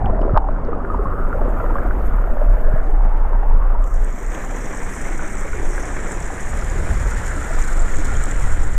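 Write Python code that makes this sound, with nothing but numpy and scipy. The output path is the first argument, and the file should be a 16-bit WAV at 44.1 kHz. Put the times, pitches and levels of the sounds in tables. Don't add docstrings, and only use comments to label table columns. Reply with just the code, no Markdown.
import sys
import numpy as np
from scipy import signal
from scipy.io import wavfile
from scipy.ndimage import uniform_filter1d

SR = 44100
rng = np.random.default_rng(int(sys.argv[2]) if len(sys.argv) > 2 else 0)


def convert_level_to_amplitude(level_db):
    exponent = np.asarray(level_db, float) / 20
    return 10 ** exponent


def int16_out(signal):
    q = np.round(np.clip(np.atleast_2d(signal).T, -1, 1) * 32767)
    wavfile.write(sys.argv[1], SR, q.astype(np.int16))


N = 387192


def rms_one(x):
    return x / np.sqrt(np.mean(x ** 2) + 1e-20)


def in_time(rows, t):
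    s, value = np.transpose(rows)
    return np.interp(t, s, value)


def at_hz(points, hz):
    at, db = np.transpose(points)
    return np.interp(np.log(hz), np.log(at), db)[:, None]


def bump(hz, centre, spread):
    return np.exp(-(np.log(hz[:, None] / centre) / spread) ** 2)


def drift(rate):
    r = np.exp(-80 * np.pi * rate / SR)
    slow = signal.lfilter([1], [1, -2 * r, r * r], rng.standard_normal(N // 40 + 2002))[2000:]
    return np.interp(np.arange(N) / 40, np.arange(len(slow)), rms_one(slow))


def patches(hz, t, bins, frames):
    noise = rng.standard_normal((len(hz), len(t)))
    return rms_one(uniform_filter1d(uniform_filter1d(noise, size=bins, axis=0), size=frames, axis=1))


def band(x, low_hz, high_hz):
    return rms_one(signal.sosfilt(signal.butter(2, [low_hz, high_hz], "band", fs=SR, output="sos"), x))


def coloured(x, shape_db, level_db):
    hz, t, spec = signal.stft(x, SR, nperseg=1024, noverlap=768)
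    gain = convert_level_to_amplitude(shape_db(hz + 1, t))
    gain = gain / np.sqrt(np.mean(gain ** 2, axis=0)) * convert_level_to_amplitude(level_db(t))
    return signal.istft(spec * gain, SR, nperseg=1024, noverlap=768)[1][:N]


def add(out, s, grain):
    i = round(s * SR)
    out[i:i + len(grain)] += grain[:N - i]


def bubble(hz, t60, rise):
    swell_cycles = 1.56
    t = np.arange(round(1.2 * t60 * SR)) / SR
    swell = np.sin(np.pi / 2 * np.minimum(t * hz / swell_cycles, 1)) ** 2
    decay = convert_level_to_amplitude(-60 * np.maximum(t - swell_cycles / hz, 0) / t60)
    return swell * decay * np.sin(2 * np.pi * hz * (t + rise * t * t / t60))


def churn(flicker_db, rate, grains_per_s, grain_db):
    wash = rng.standard_normal(N) * convert_level_to_amplitude(flicker_db * (drift(rate) + 0.045 * drift(11.0)))
    born = rng.random(N) < grains_per_s * convert_level_to_amplitude(3.0 * drift(8.0)) / SR
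    sizes = convert_level_to_amplitude(grain_db + 3.0 * np.minimum(rng.exponential(1, N), 2.5))
    puff = signal.lfilter([1], [1, -np.exp(-1 / (0.0046 * SR))], born * sizes)
    return rms_one(wash + puff * rng.standard_normal(N))


# (time [s], clear [0-1])
PORT_DRAINING = [(0, 0.06), (.4, 0.01), (.9, 0.04), (1.7, 0.23), (3.0, 0.24), (3.93, 0.19), (3.97, 0.52),
                 (4.1, 0.76), (4.3, 0.8), (4.45, 0.87), (5, 0.89), (8.78, 0.95)]


def clearness(t):
    return in_time(PORT_DRAINING, t)


# (time [s], wet [0-1])
HOUSING_WATER = [(0, 1), (.5, 0.58), (1.2, 0.71), (2, 0.23), (3.4, 0), (4, 0.1), (4.5, 0.4), (5.6, 0.16),
                 (8.78, 0.12)]


def wetness(t):
    return in_time(HOUSING_WATER, t)


# (time [s], level [dB])
RAPIDS_LEVEL = [(0, -25.5), (.35, -29.5), (.42, -30), (1.7, -28.5), (1.95, -30.5), (3.75, -32.5),
                (4.0, -35.5), (4.3, -34), (4.34, -31), (4.5, -31.5), (5.7, -31.5), (5.85, -30.5),
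                (6.5, -31), (6.8, -30.5), (8.25, -29.5), (8.75, -33.5)]


def rapids_level(t):
    return in_time(RAPIDS_LEVEL, t)


# (start [s], end [s], first pitch [Hz], last pitch [Hz], lift [dB])
AIR_POCKETS = [(-.1, 0.223, 1880, 1880, 5), (-.1, 0.128, 890, 733, 18), (0.064, 0.352, 687, 550, 11),
               (0.164, 0.327, 413, 380, 6), (.36, 0.508, 822, 780, 14), (0.49, 0.646, 1000, 1050, 1.5),
               (.8, 1.946, 525, 535, 3), (0.672, 0.804, 1200, 1250, 1.5), (0.844, 1.356, 1175, 1340, 8.5),
               (1.495, 1.956, 1265, 1330, 4.5), (2.05, 2.354, 1300, 1370, 3), (2.45, 2.85, 1530, 1700, 5),
               (2.7, 3.015, 1370, 1400, 1.5), (2.207, 2.9, 582, 636, 4.5), (2.797, 3.335, 730, 950, 8.5),
               (3.25, 3.7, 790, 1020, 5.5), (3.5, 3.993, 1100, 1210, 5), (4.7, 5.75, 2140, 2260, 3),
               (4.89, 5.897, 1390, 1420, 2), (4.904, 5.91, 330, 360, 3), (6.905, 9, 1430, 1370, 5)]


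def pockets(t):
    fade = 0.22
    start, end, from_hz, to_hz, lift_db = np.transpose(AIR_POCKETS)[:, :, None]
    age = np.clip((t - start) / (end - start), 0, 1)
    return from_hz * (to_hz / from_hz) ** age, lift_db * np.clip(np.minimum(age, 1 - age) / fade, 0, 1)


# (pitch [Hz], relative density [dB per Hz])
PLUGGED_COLOUR = [(50, -33.5), (90, -23), (140, -5), (262, 0), (316, -5.5), (592, -4), (690, -6.5),
                  (1340, -11.5), (1800, -23.5), (2500, -36.5), (3200, -44.5), (4300, -58.5), (4900, -53.5),
                  (5600, -55), (8000, -82)]
CLEAR_COLOUR = [(50, -1.5), (90, -8), (158, -2), (553, -9.5), (1020, -12.5), (1380, -13.5), (1800, -10),
                (2250, -16), (2750, -28), (3500, -30), (4000, -35), (4500, -42), (6000, -46.5),
                (9000, -90.5)]


def rush_shape(hz, t):
    pocket_spread, slosh_spread = 0.11, .5
    slosh_hz, slosh_dry_db, slosh_wet_db = 235, -5, 5.5
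    clear = np.clip(clearness(t), 0, 1)
    lift = sum(db * bump(hz, mode, pocket_spread) for mode, db in zip(*pockets(t)))
    slosh_db = slosh_dry_db + (slosh_wet_db - slosh_dry_db) * wetness(t)
    lift = lift + slosh_db * bump(hz, slosh_hz, slosh_spread)
    colour = (1 - clear) * at_hz(PLUGGED_COLOUR, hz) + clear * at_hz(CLEAR_COLOUR, hz)
    return colour + lift + 1.27 * patches(hz, t, 9, 9)


def rush():
    return coloured(churn(0.99, 58.0, 30.0, -4.5), rush_shape, rapids_level)


WHISTLE_LEAD_S = 0.14


def whistle_level(t):
    shut_db, open_db = -45, -9.5
    return rapids_level(t) + shut_db + (open_db - shut_db) * clearness(t + WHISTLE_LEAD_S)


# (pitch [Hz], plugged [dB], clear [dB], clear and turned to the rapids [dB])
PORT_RESONANCE = [(4020, -21, -60, -14.5), (4800, -4.5, -21, -18.5), (5670, -18.5, -3, -9),
                  (6100, -9, -0.5, -9), (6440, -0.5, -1, -8), (7150, -1.5, 0.5, -0.5),
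                  (7600, -1.5, -1, -4.5), (8320, -2.5, -1.5, -4), (9100, -3, -9, -11.5),
                  (10200, -4, -15, -17), (10530, -8, -12, -17.5), (12200, -18, -33, -26),
                  (15000, -48, -38, -46)]
# (start [s], end [s])
CAMERA_TURN = (6.1, 6.6)
# (time [s], pitch [Hz])
WHISTLE_CREST = [(3.8, 6700), (4.5, 7094), (5.0, 7650), (5.35, 7800), (5.6, 6940), (5.9, 7460), (6.3, 7060),
                 (6.9, 6600), (7.5, 7150), (8.2, 7250), (8.78, 7200)]


def whistle_shape(hz, t):
    crest_db, crest_spread = 2.5, 0.099
    clear = np.clip(3 * clearness(t + WHISTLE_LEAD_S) - .6, 0, 1)
    turned = np.interp(t, CAMERA_TURN, [0, 1])
    at, *states = np.transpose(PORT_RESONANCE)
    plugged, ahead, to_rapids = (np.interp(hz, at, db)[:, None] for db in states)
    crest = crest_db * bump(hz, in_time(WHISTLE_CREST, t), crest_spread)
    opened = (1 - turned) * ahead + turned * to_rapids + crest
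    return 1.2 * patches(hz, t, 30, 40) + (1 - clear) * plugged + clear * opened


# (pitch [Hz], relative density [dB per Hz])
VENT_RESONANCE = [(10500, -30), (11300, -8), (12000, -1), (12500, 0), (13300, -3), (15000, -13),
                  (15500, -28), (17000, -70)]
# (time [s], level [dB])
VENT_DRYING = [(.4, -91.5), (1, -72.5), (1.6, -63), (2.7, -65), (3, -70.5), (3.9, -67), (4.3, -62.5),
               (6.2, -68), (7.1, -66), (8.78, -69)]


def sparkle(hiss):
    flickering = hiss * convert_level_to_amplitude(1.5 * drift(40.0))
    return coloured(flickering, lambda hz, t: at_hz(VENT_RESONANCE, hz), lambda t: in_time(VENT_DRYING, t))


def far_droplets(hiss):
    s, pitch, size, cycles = rng.random((2200, 4)).T
    hz = 4500 * 3.2 ** pitch
    level_db = -3.0 - 4.3 * np.log(1 - .97 * size)
    t60 = (24.0 + 20.0 * cycles) / hz
    for k in range(len(s)):
        add(hiss, s[k] * (N / SR - .1), convert_level_to_amplitude(level_db[k]) * bubble(hz[k], t60[k], 0.044))


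# (time [s], level before an 11 dB cut and the port's colour [dB])
NEAR_DROPLETS = [(3.8417, -38), (4.045, -27), (4.1265, -33), (4.3444, -30), (5.3536, -28), (5.759, -28),
                 (5.8265, -28.5), (5.8556, -28.5), (6.2034, -23.5), (6.935, -27), (7.794, -23.5),
                 (7.969, -23), (8.046, -21.5), (8.168, -21.5), (8.2384, -15.5), (8.313, -21.5),
                 (8.676, -29.5)]


def near_spray(hiss):
    t = np.arange(300) / SR
    for s, db in NEAR_DROPLETS:
        gain = convert_level_to_amplitude(db - whistle_level(s) - 11.0)
        hz = 7040 * rng.uniform(0.91, 1.15)
        add(hiss, s, gain * bubble(hz, 0.017, 0.054))
        add(hiss, s, gain * rng.standard_normal(300) * np.exp(-t / .0015))


def treble():
    hiss = churn(1.0, 30.0, 90.0, -3.0)
    far_droplets(hiss)
    near_spray(hiss)
    return coloured(hiss, whistle_shape, whistle_level) + sparkle(hiss)


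# (time [s], level before decay [dB], pitch [Hz])
PORT_CRACKLES = [(0.058, -30, 2590), (0.212, -50, 4500), (0.217, -34, 2600), (0.3747, -33.5, 2990),
                 (0.649, -51, 4500), (1.044, -54, 4800), (3.84, -41, 2900), (4.348, -29, 2700)]


def crackle():
    out, t = np.zeros(N), np.arange(600) / SR
    ticks_db, ticks_hz, ticks_end_s = -63, 4800, 3.6
    crackles = list(PORT_CRACKLES)
    for s, size, pitch in rng.random((40, 3)):
        hz = ticks_hz * (.6 if pitch < .35 else 1)
        crackles.append((s * ticks_end_s, ticks_db + 9 * size, hz))
    for s, db, hz in crackles:
        low_hz, high_hz = .78 * hz, 1.25 * hz
        snap = band(band(rng.standard_normal(600), low_hz, high_hz), low_hz, high_hz)
        add(out, s, snap * convert_level_to_amplitude(db) * np.exp(-t / .002))
    return out


# (time [s], level before gusts [dB])
MOVING_AIR = [(0, -17.5), (.4, -31.5), (.9, -26), (2.2, -27), (2.451, -35), (3.9, -57), (4.3, -37),
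              (5.9, -33.5), (6.2, -29), (6.45, -30), (6.9, -20.5), (7.4, -27.5), (7.7, -37), (8.15, -22),
              (8.78, -27.5)]


def buffet(t):
    gusts = rng.standard_normal(N) * convert_level_to_amplitude(2.0 * drift(16.0))
    return convert_level_to_amplitude(in_time(MOVING_AIR, t)) * band(gusts, 24.8, 78.6)


# (time [s], level before the travel limit [dB])
HAND_MOVEMENT = [(0.0, -22.5), (1.56, -26), (1.71, -19.5), (3.2, -17.5), (3.25, -12.5), (4.23, -32.5),
                 (5.62, -21), (6.6, -28), (6.84, -17), (7.43, -33), (7.73, -11.5), (8.78, -14.5)]


def heave(t):
    return convert_level_to_amplitude(in_time(HAND_MOVEMENT, t)) * band(rng.standard_normal(N), 4.86, 16.7)


# (time [s], level before drift and the travel limit [dB])
WATER_SHAKING = [(0.0, -19), (0.49, -11), (0.71, -20), (2.25, -14), (2.57, -8.5), (4.01, -11.5),
                 (4.23, -23.5), (4.38, -22), (4.91, -25.5), (5.77, -19.5), (6.33, -25), (7.19, -15),
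                 (7.48, -25.5), (7.53, -17), (8.61, -17), (8.66, -52), (8.73, -12), (8.78, -15.5)]
# (time [s], pitch before random drift [Hz])
MEMBRANE_PITCH = [(0, 30.47), (.6, 25.7), (1.4, 33.86), (2.2, 29.96), (2.5, 26.1), (3.9, 26.04),
                  (4.4, 21.23), (6, 21.8), (7.1, 32.92), (7.6, 24.28), (8.78, 24.85)]


def wobble(t):
    turns = np.cumsum(in_time(MEMBRANE_PITCH, t) * (1 + 0.2282 * drift(6.58))) / SR
    shake = rms_one(np.sin(2 * np.pi * turns) + 0.47 * band(rng.standard_normal(N), 22.0, 37.2))
    return convert_level_to_amplitude(in_time(WATER_SHAKING, t) + 2.0 * drift(2.7)) * shake


# (time [s], level before attack and decay [dB], pitch [Hz])
HOUSING_KNOCKS = [(0.043, -4.5, 116), (0.3345, 0.5, 105), (2.738, -6, 120)]


def knocks(t):
    out, t = np.zeros(N), t[:3000]
    for s, db, hz in HOUSING_KNOCKS:
        shape = np.exp(-t / 0.0053) * np.minimum(t / .003, 1)
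        add(out, s, convert_level_to_amplitude(db) * np.sin(2 * np.pi * hz * t) * shape)
    return out


# (start [s], length [s], level [dB])
MEMBRANE_THROW = (.352, .038, -6)


def rumble():
    travel = .72
    t = np.arange(N) / SR
    start, length, throw_db = MEMBRANE_THROW
    swing = (heave(t) + wobble(t)) * (1 - np.exp(-((t - start - length / 4) / length) ** 4))
    out = travel * np.tanh(swing / travel) + buffet(t) + knocks(t)
    add(out, start, convert_level_to_amplitude(throw_db) * np.sin(2 * np.pi * t[t < length] / length))
    return out


def fizz():
    out = np.zeros(N)
    share_dry, share_wet, share_lost = .6, 1, .55
    muffle_hz, muffle_db_per_octave = 1350, 36
    s, lot, pick, pitch, size, cycles = rng.random((1700, 6)).T
    s = s * (N / SR - .1)
    clear, wet = clearness(s), np.clip(wetness(s), 0, 1)
    share = (share_dry + (share_wet - share_dry) * wet) * (1 - share_lost * clear)
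    share = share * convert_level_to_amplitude(4.0 * drift(7.0)[(s * SR).astype(int)])
    modes, lifts = pockets(s)
    chosen = np.argmax(lifts * rng.random(lifts.shape), axis=0)
    tuned = np.choose(chosen, modes) * (0.879 + .26 * pitch)
    untuned = 250 * (5.84 + 4 * clear) ** pitch
    hz = np.where((pick < .7) & (lifts.max(axis=0) > 2), tuned, untuned)
    level_db = rapids_level(s) + 1.3 * wet - 3.0 - 2.0 * np.log(1 - .97 * size)
    level_db = level_db - muffle_db_per_octave * (1 - clear) * np.maximum(np.log2(hz / muffle_hz), 0)
    t60 = (14.0 + 32.0 * cycles) / hz
    for k in np.flatnonzero(lot < share):
        add(out, s[k], convert_level_to_amplitude(level_db[k]) * bubble(hz[k], t60[k], .08))
    return out


# (time [s], level [dB], starting pitch [Hz], 60 dB decay [s])
PORT_BUBBLES = [(0.035, -33, 766, 0.036), (0.058, -26, 378, 0.052), (0.096, -17.5, 475, 0.033),
                (0.097, -28, 890, .015), (0.115, -30, 700, 0.076), (0.212, -17, 330, 0.016),
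                (0.249, -13.5, 298, 0.018), (0.191, -16.5, 663, 0.058), (0.229, -15.5, 577, 0.017),
                (0.237, -20, 1030, .02), (0.262, -17, 394, 0.052), (0.278, -14.5, 557, 0.045),
                (0.294, -23, 1300, .03), (0.344, -20, 1235, .02), (0.354, -23, 1150, 0.015),
                (0.352, -16.5, 620, 0.042), (0.361, -14, 993, 0.036), (0.363, -13, 1214, 0.019),
                (0.367, -9.5, 688, 0.045), (0.3719, -30, 840, 0.027), (0.3739, -3, 846, 0.024),
                (0.382, -26, 784, 0.036), (0.42, -23, 905, 0.044), (0.449, -23, 770, 0.043),
                (0.486, -16.5, 1030, 0.017), (0.489, -19, 616, 0.04), (0.686, -19.5, 458, 0.11),
                (0.723, -21, 760, 0.022), (0.73, -19.5, 1215, 0.048), (0.759, -25, 456, 0.051),
                (0.849, -19, 1410, 0.011), (0.901, -19, 1237, 0.097), (0.945, -13.5, 950, 0.015),
                (0.947, -22, 543, 0.017), (0.949, -20.5, 257, 0.081), (0.992, -18, 394, 0.063),
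                (1.055, -20.5, 1086, 0.09), (1.136, -24.5, 470, 0.056), (1.223, -26, 1330, 0.039),
                (1.328, -19.5, 1360, 0.042), (1.351, -24, 447, 0.036), (1.376, -28, 480, 0.02),
                (1.39, -23, 830, 0.057), (1.415, -14, 565, 0.0085), (1.479, -15, 308, 0.0084),
                (1.571, -24, 1200, .03), (1.599, -21.5, 1347, 0.068), (1.602, -22, 643, 0.057),
                (1.639, -18, 515, 0.026), (1.641, -19.5, 1120, .02), (1.685, -22, 484, 0.067),
                (1.705, -20, 955, 0.033), (1.755, -12.5, 1115, 0.021), (1.783, -24.5, 1600, 0.038),
                (1.847, -19, 350, 0.027), (1.852, -23, 715, 0.11), (1.909, -31, 525, 0.027),
                (1.909, -19, 1450, 0.018), (2.141, -23.5, 1230, 0.036), (2.185, -23.5, 1320, .03),
                (2.274, -17.5, 633, 0.02), (2.298, -24, 523, .04), (2.369, -22, 586, 0.042),
                (2.415, -14, 585, 0.043), (2.578, -22, 600, 0.036), (2.681, -20.5, 608, 0.12),
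                (2.759, -20.5, 616, 0.066), (3.008, -22.5, 810, 0.025), (3.25, -22, 850, 0.033),
                (3.331, -23, 925, 0.037), (3.431, -22, 810, 0.055), (3.509, -23, 915, 0.033),
                (3.749, -22, 930, 0.069), (4.516, -28, 568, 0.049), (5.052, -27, 2070, 0.056),
                (5.09, -26, 744, 0.033), (5.193, -21.5, 1430, .02), (5.222, -25, 1380, .02),
                (5.235, -27, 302, .1), (5.245, -28, 1290, 0.027), (5.531, -25, 1440, 0.049),
                (5.545, -27, 430, 0.03), (5.596, -23, 376, 0.025), (5.629, -18.5, 420, 0.014),
                (5.779, -20.5, 1550, 0.026), (5.832, -23, 700, 0.026), (6.301, -21, 755, 0.026),
                (6.622, -21.5, 1360, 0.026), (6.871, -31, 584, .03), (7.059, -24, 1330, .03),
                (7.119, -23.5, 1390, 0.061), (7.504, -25.5, 650, 0.11), (7.687, -25, 1500, 0.033),
                (8.039, -28, 1580, 0.033), (8.152, -35, 3130, 0.033), (8.491, -24, 487, 0.019)]


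def gurgle():
    out, t = fizz(), np.arange(2000) / SR
    for s, db, hz, t60 in PORT_BUBBLES:
        add(out, s, convert_level_to_amplitude(db) * bubble(hz, np.clip(t60, .008, .12), 0.059))
        splash = band(band(rng.standard_normal(2000), 456.0, 1330.0), 456.0, 1330.0)
        add(out, s, convert_level_to_amplitude(db - 11.0) * splash * np.exp(-t / .006))
    return out


def scene():
    return (rush() + treble() + crackle() + rumble() + gurgle())[None]


def band_limit(x):
    return signal.sosfilt(signal.butter(12, 15300, fs=SR, output="sos"), x)


def record(dry):
    mix = np.clip(dry, -.97, .97)
    return band_limit(mix)


dry = scene()
out = record(dry)
int16_out(out)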